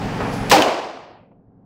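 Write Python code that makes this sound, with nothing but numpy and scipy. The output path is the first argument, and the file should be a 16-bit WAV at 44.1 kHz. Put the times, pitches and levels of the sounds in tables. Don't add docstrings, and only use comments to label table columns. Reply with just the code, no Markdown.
import sys
import numpy as np
from scipy import signal
from scipy.fft import rfft, irfft
from scipy.io import wavfile
from scipy.ndimage import uniform_filter1d

SR = 44100
rng = np.random.default_rng(int(sys.argv[2]) if len(sys.argv) > 2 else 0)


def dump_mix(stems):
    frames = np.atleast_2d(stems).T
    limited = np.clip(frames, -1, 1)
    pcm = np.round(limited * 32767).astype(np.int16)
    wavfile.write(sys.argv[1], SR, pcm)


N = 72765


def amp(db):
    return 10 ** (np.asarray(db) / 20)


def unit_rms(x):
    return x / np.sqrt(np.mean(x ** 2) + 1e-20)


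def curve_at(points, hz):
    f, value = np.transpose(points)
    return np.interp(np.log(hz + 1), np.log(f + 1), value)


def add(mix, start_s, sound):
    part = mix[round(start_s * SR):][:len(sound)]
    part += sound[:len(part)]


def clock():
    return np.arange(N) / SR


def noise(colour):
    hz = np.fft.rfftfreq(N, 1 / SR)
    return unit_rms(irfft(rfft(rng.standard_normal(N)) * amp(curve_at(colour, hz)), N))


def drift(rate_hz):
    hz = np.fft.rfftfreq(N, 1 / SR)
    return unit_rms(irfft(rfft(rng.standard_normal(N)) * np.exp(-(hz / rate_hz) ** 2), N))


def fuzzy_tone(hz, width_hz):
    cycles = rng.random() + np.cumsum(hz + width_hz / 2 * drift(width_hz)) / SR
    return np.sqrt(2) * np.sin(2 * np.pi * cycles)


def decay(t, t60):
    return np.exp(-np.log(1000) * np.maximum(t, 0) / t60)


def burst(colour, db, rise_s, t60):
    t = clock()
    return amp(db) * noise(colour) * np.minimum(t / rise_s, 1) * decay(t - rise_s, t60)


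def open_air(db=-28.5):
    colour = [(15, -30.5), (25, -9.5), (178, -4.5), (331, -7), (445, -2), (631, -7.5), (762, -2),
              (1140, -10.5), (2490, -16.5), (4040, -26.5), (4620, -24), (8130, -35.5), (9810, -42),
              (10600, -45), (15500, -45.5)]
    return amp(db) * noise(colour)


def far_engine(firing_hz=22.4, waver=0.0013, flutter=0.086, chug_db=-32, chug_s=0.055, sharpness=1.5):
    harmonics = [(2, -45), (5, -35), (6, -40.5), (7, -37), (8, -36), (9, -38.5), (10, -37.5), (11, -46.5),
                 (12, -35), (13, -41.5), (20, -43)]
    exhaust = [(20, -24), (40, -1.5), (70, -9), (115, -1.5), (200, -1.5), (320, -20.5), (1000, -59)]
    firings = np.cumsum(firing_hz * (1 + waver * drift(3.6))) / SR
    hum = np.zeros(N)
    for multiple, db in harmonics:
        level = amp(db) * np.sqrt(2) * (1 + flutter * drift(24))
        hum += level * np.sin(2 * np.pi * (multiple * firings + rng.random()))
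    puffs = np.exp(sharpness * np.cos(np.pi * (firings - chug_s * firing_hz)))
    return hum + amp(chug_db) * unit_rms(puffs * noise(exhaust))


def far_thuds():
    thuds = [(.2, -20.5, 0.22), (.245, -27, 0.49), (1.31, -19, 0.075)]
    colour = [(100, -19), (350, -4.5), (900, -1.5), (1400, -7), (2500, -17), (5000, -38), (12000, -54.5)]
    out = np.zeros(N)
    for start_s, db, t60 in thuds:
        add(out, start_s, burst(colour, db, rise_s=0.008, t60=t60))
    return out


def insects(width_hz=220, rasp=0.62, overlap_s=0.067):
    buzzes = [(.15, .05, 10500, -67), (.22, .025, 10800, -67), (0.247, 0.1, 10480, -56.5),
              (0.32, 0.037, 10900, -58), (0.374, 0.039, 10450, -54.5), (0.44, .032, 10900, -63),
              (0.454, 0.04, 10800, -59.5)]
    out = np.zeros(N)
    for start_s, length_s, hz, db in buzzes:
        swell = signal.windows.hann(round((length_s + 2 * overlap_s) * SR))
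        buzz = fuzzy_tone(hz, width_hz) * (1 + rasp * drift(width_hz))
        add(out, start_s - overlap_s, amp(db) * swell * buzz[:len(swell)])
    return out


def rustle(start_s=0.315):
    colour = [(300, -19.5), (2500, -3), (6000, 4), (10000, -10), (15000, -10)]
    out = np.zeros(N)
    add(out, start_s, burst(colour, db=-41.5, rise_s=0.018, t60=0.46))
    return out


def bullet_strike(start_s=0.6219, ring_db=27.5):
    modes = [(1860, -9.5, 0.03), (2710, -2.5, .02), (2846, -3, 0.017), (3040, 0.5, 0.024),
             (6370, -11.5, .02)]
    colour = [(500, -1), (1500, 5), (2900, 0.5), (4000, 0.5), (6300, -9), (10000, -17), (15000, -13.5)]
    t, out = clock(), np.zeros(N)
    ring = sum(amp(db) * np.sin(2 * np.pi * (hz * t + rng.random())) * decay(t, t60)
               for hz, db, t60 in modes)
    tick = burst(colour, db=21.5, rise_s=0.00056, t60=0.015)
    add(out, start_s, amp(ring_db) * ring + tick)
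    return out


def gun_action(low_cut_hz=1260):
    snaps = [(0.498, -13.5, 0.023), (.504, -16.5, .05)]
    colour = [(1000, -16.5), (1800, -10.5), (3200, -2), (4400, -3), (6000, -12.5), (8000, -9.5),
              (10500, -21.5), (15000, -13.5)]
    out = np.zeros(N)
    for start_s, db, t60 in snaps:
        add(out, start_s, burst(colour, db, rise_s=0.00029, t60=t60))
    return signal.sosfilt(signal.butter(2, low_cut_hz, "high", fs=SR, output="sos"), out)


def hard_echoes():
    echoes = [(.5936, 28.5, 0.00032), (0.6036, 28.5, 0.00034), (0.6727, 23.5, 0.00022),
              (0.6784, 23, 0.00031), (.6913, 20, 0.00029)]
    t, out = clock(), np.zeros(N)
    for start_s, db, length_s in echoes:
        u = (t - start_s) / length_s - 1
        out -= amp(db) * u * np.exp((1 - u ** 2) / 2)
    return out


def range_roll(db=27, rise_s=0.045, lump_db=0.97, lump_hz=303):
    colour = [(40, -46), (130, -19.5), (200, -21), (290, -5.5), (450, -5.5), (680, -2), (1080, -9),
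              (1400, -14), (2000, -17), (2900, -16), (3500, -21.5), (4800, -22), (8000, -31.5),
              (11000, -40), (15000, -38.5)]
    decay_times = [(60, 1), (180, 1), (300, 0.82), (800, 0.89), (2500, 0.79), (5000, 0.77), (8000, 0.63),
                   (14000, .46)]
    hz, t, bands = signal.stft(noise(colour), SR, nperseg=512)
    bands *= decay(t, curve_at(decay_times, hz)[:, None])
    tail = signal.istft(bands, SR, nperseg=512)[1][:N]
    return amp(db + lump_db * drift(lump_hz)) * tail * np.minimum(clock() / rise_s, 1)


def shelter_boom():
    modes = [(795.5, 35, 28.5, 0.025, .16), (516, 50, 24, .012, .19), (311.7, 70, 19, .07, 0.233),
             (128, 100, 11, .008, 0.055)]
    t, out = clock(), np.zeros(N)
    for hz, width_hz, db, rise_s, t60 in modes:
        envelope = np.minimum(t / rise_s, 1) ** 2 * decay(t - rise_s, t60)
        out += amp(db) * fuzzy_tone(hz, width_hz) * envelope
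    return out


def booth_crack():
    colour = [(40, -30.5), (120, -5), (320, -5), (850, 1), (1400, -6.5), (2900, -9.5), (5000, -12),
              (7000, -18.5), (10500, -29), (14000, -27)]
    return burst(colour, db=32.5, rise_s=0.0018, t60=0.18)


def muzzle_shock(db=41.5, length_s=0.00017):
    u = clock() / length_s
    return amp(db) * (1 - u) * np.exp(-u)


def blast(start_s=0.5136):
    out = np.zeros(N)
    add(out, start_s, muzzle_shock() + booth_crack() + range_roll() + shelter_boom())
    return out + hard_echoes()


def scene():
    shot = blast() + gun_action() + bullet_strike()
    background = far_engine() + insects() + open_air() + far_thuds() + rustle()
    return (shot + background)[None]


def suppress_noise(x, slope=4.5, hold_s=0.2, close_db_per_s=131):
    threshold = [(100, -115), (300, -86.5), (800, -67.5), (1300, -73.5), (2000, -81.5), (3000, -84.5),
                 (6000, -85.5), (10000, -99), (15000, -103)]
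    floor = [(100, 5), (700, -6), (1100, -13), (1500, -15.5), (2500, -30), (15000, -37)]
    framing = dict(nperseg=512, noverlap=384, scaling="psd")
    hz, t, bands = signal.stft(x, SR, **framing)
    power = uniform_filter1d(2 * abs(bands) ** 2, size=9, axis=0)
    power = uniform_filter1d(power, size=13, axis=1)
    over_db = 10 * np.log10(abs(power) + 1e-20) - curve_at(threshold, hz)[:, None]
    gain_db = np.clip(slope * over_db, curve_at(floor, hz)[:, None], 0)
    earlier = np.searchsorted(t, t - hold_s)
    gain_db = np.maximum(gain_db, gain_db[:, earlier])
    fall_db = close_db_per_s * t
    gain_db = np.maximum.accumulate(gain_db + fall_db, axis=1) - fall_db
    return signal.istft(bands * amp(gain_db), SR, **framing)[1][:N]


def limiter(x, ceiling_db=-0.5, recover_db_per_s=10):
    level_db = 20 * np.log10(abs(x) + 1e-9)
    fall_db = recover_db_per_s * clock()
    held_db = np.maximum.accumulate(level_db + fall_db) - fall_db
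    return x * amp(-np.maximum(held_db - ceiling_db, 0))


def record(dry, overload_db=36, high_cut_hz=15780):
    overloaded = amp(overload_db) * np.tanh(dry[0] / amp(overload_db))
    ducked = suppress_noise(limiter(overloaded))
    high_cut = signal.firwin(511, high_cut_hz, window=("kaiser", 9), fs=SR)
    return signal.oaconvolve(ducked, high_cut, "same")[None]


dry = scene()
out = record(dry)
dump_mix(out)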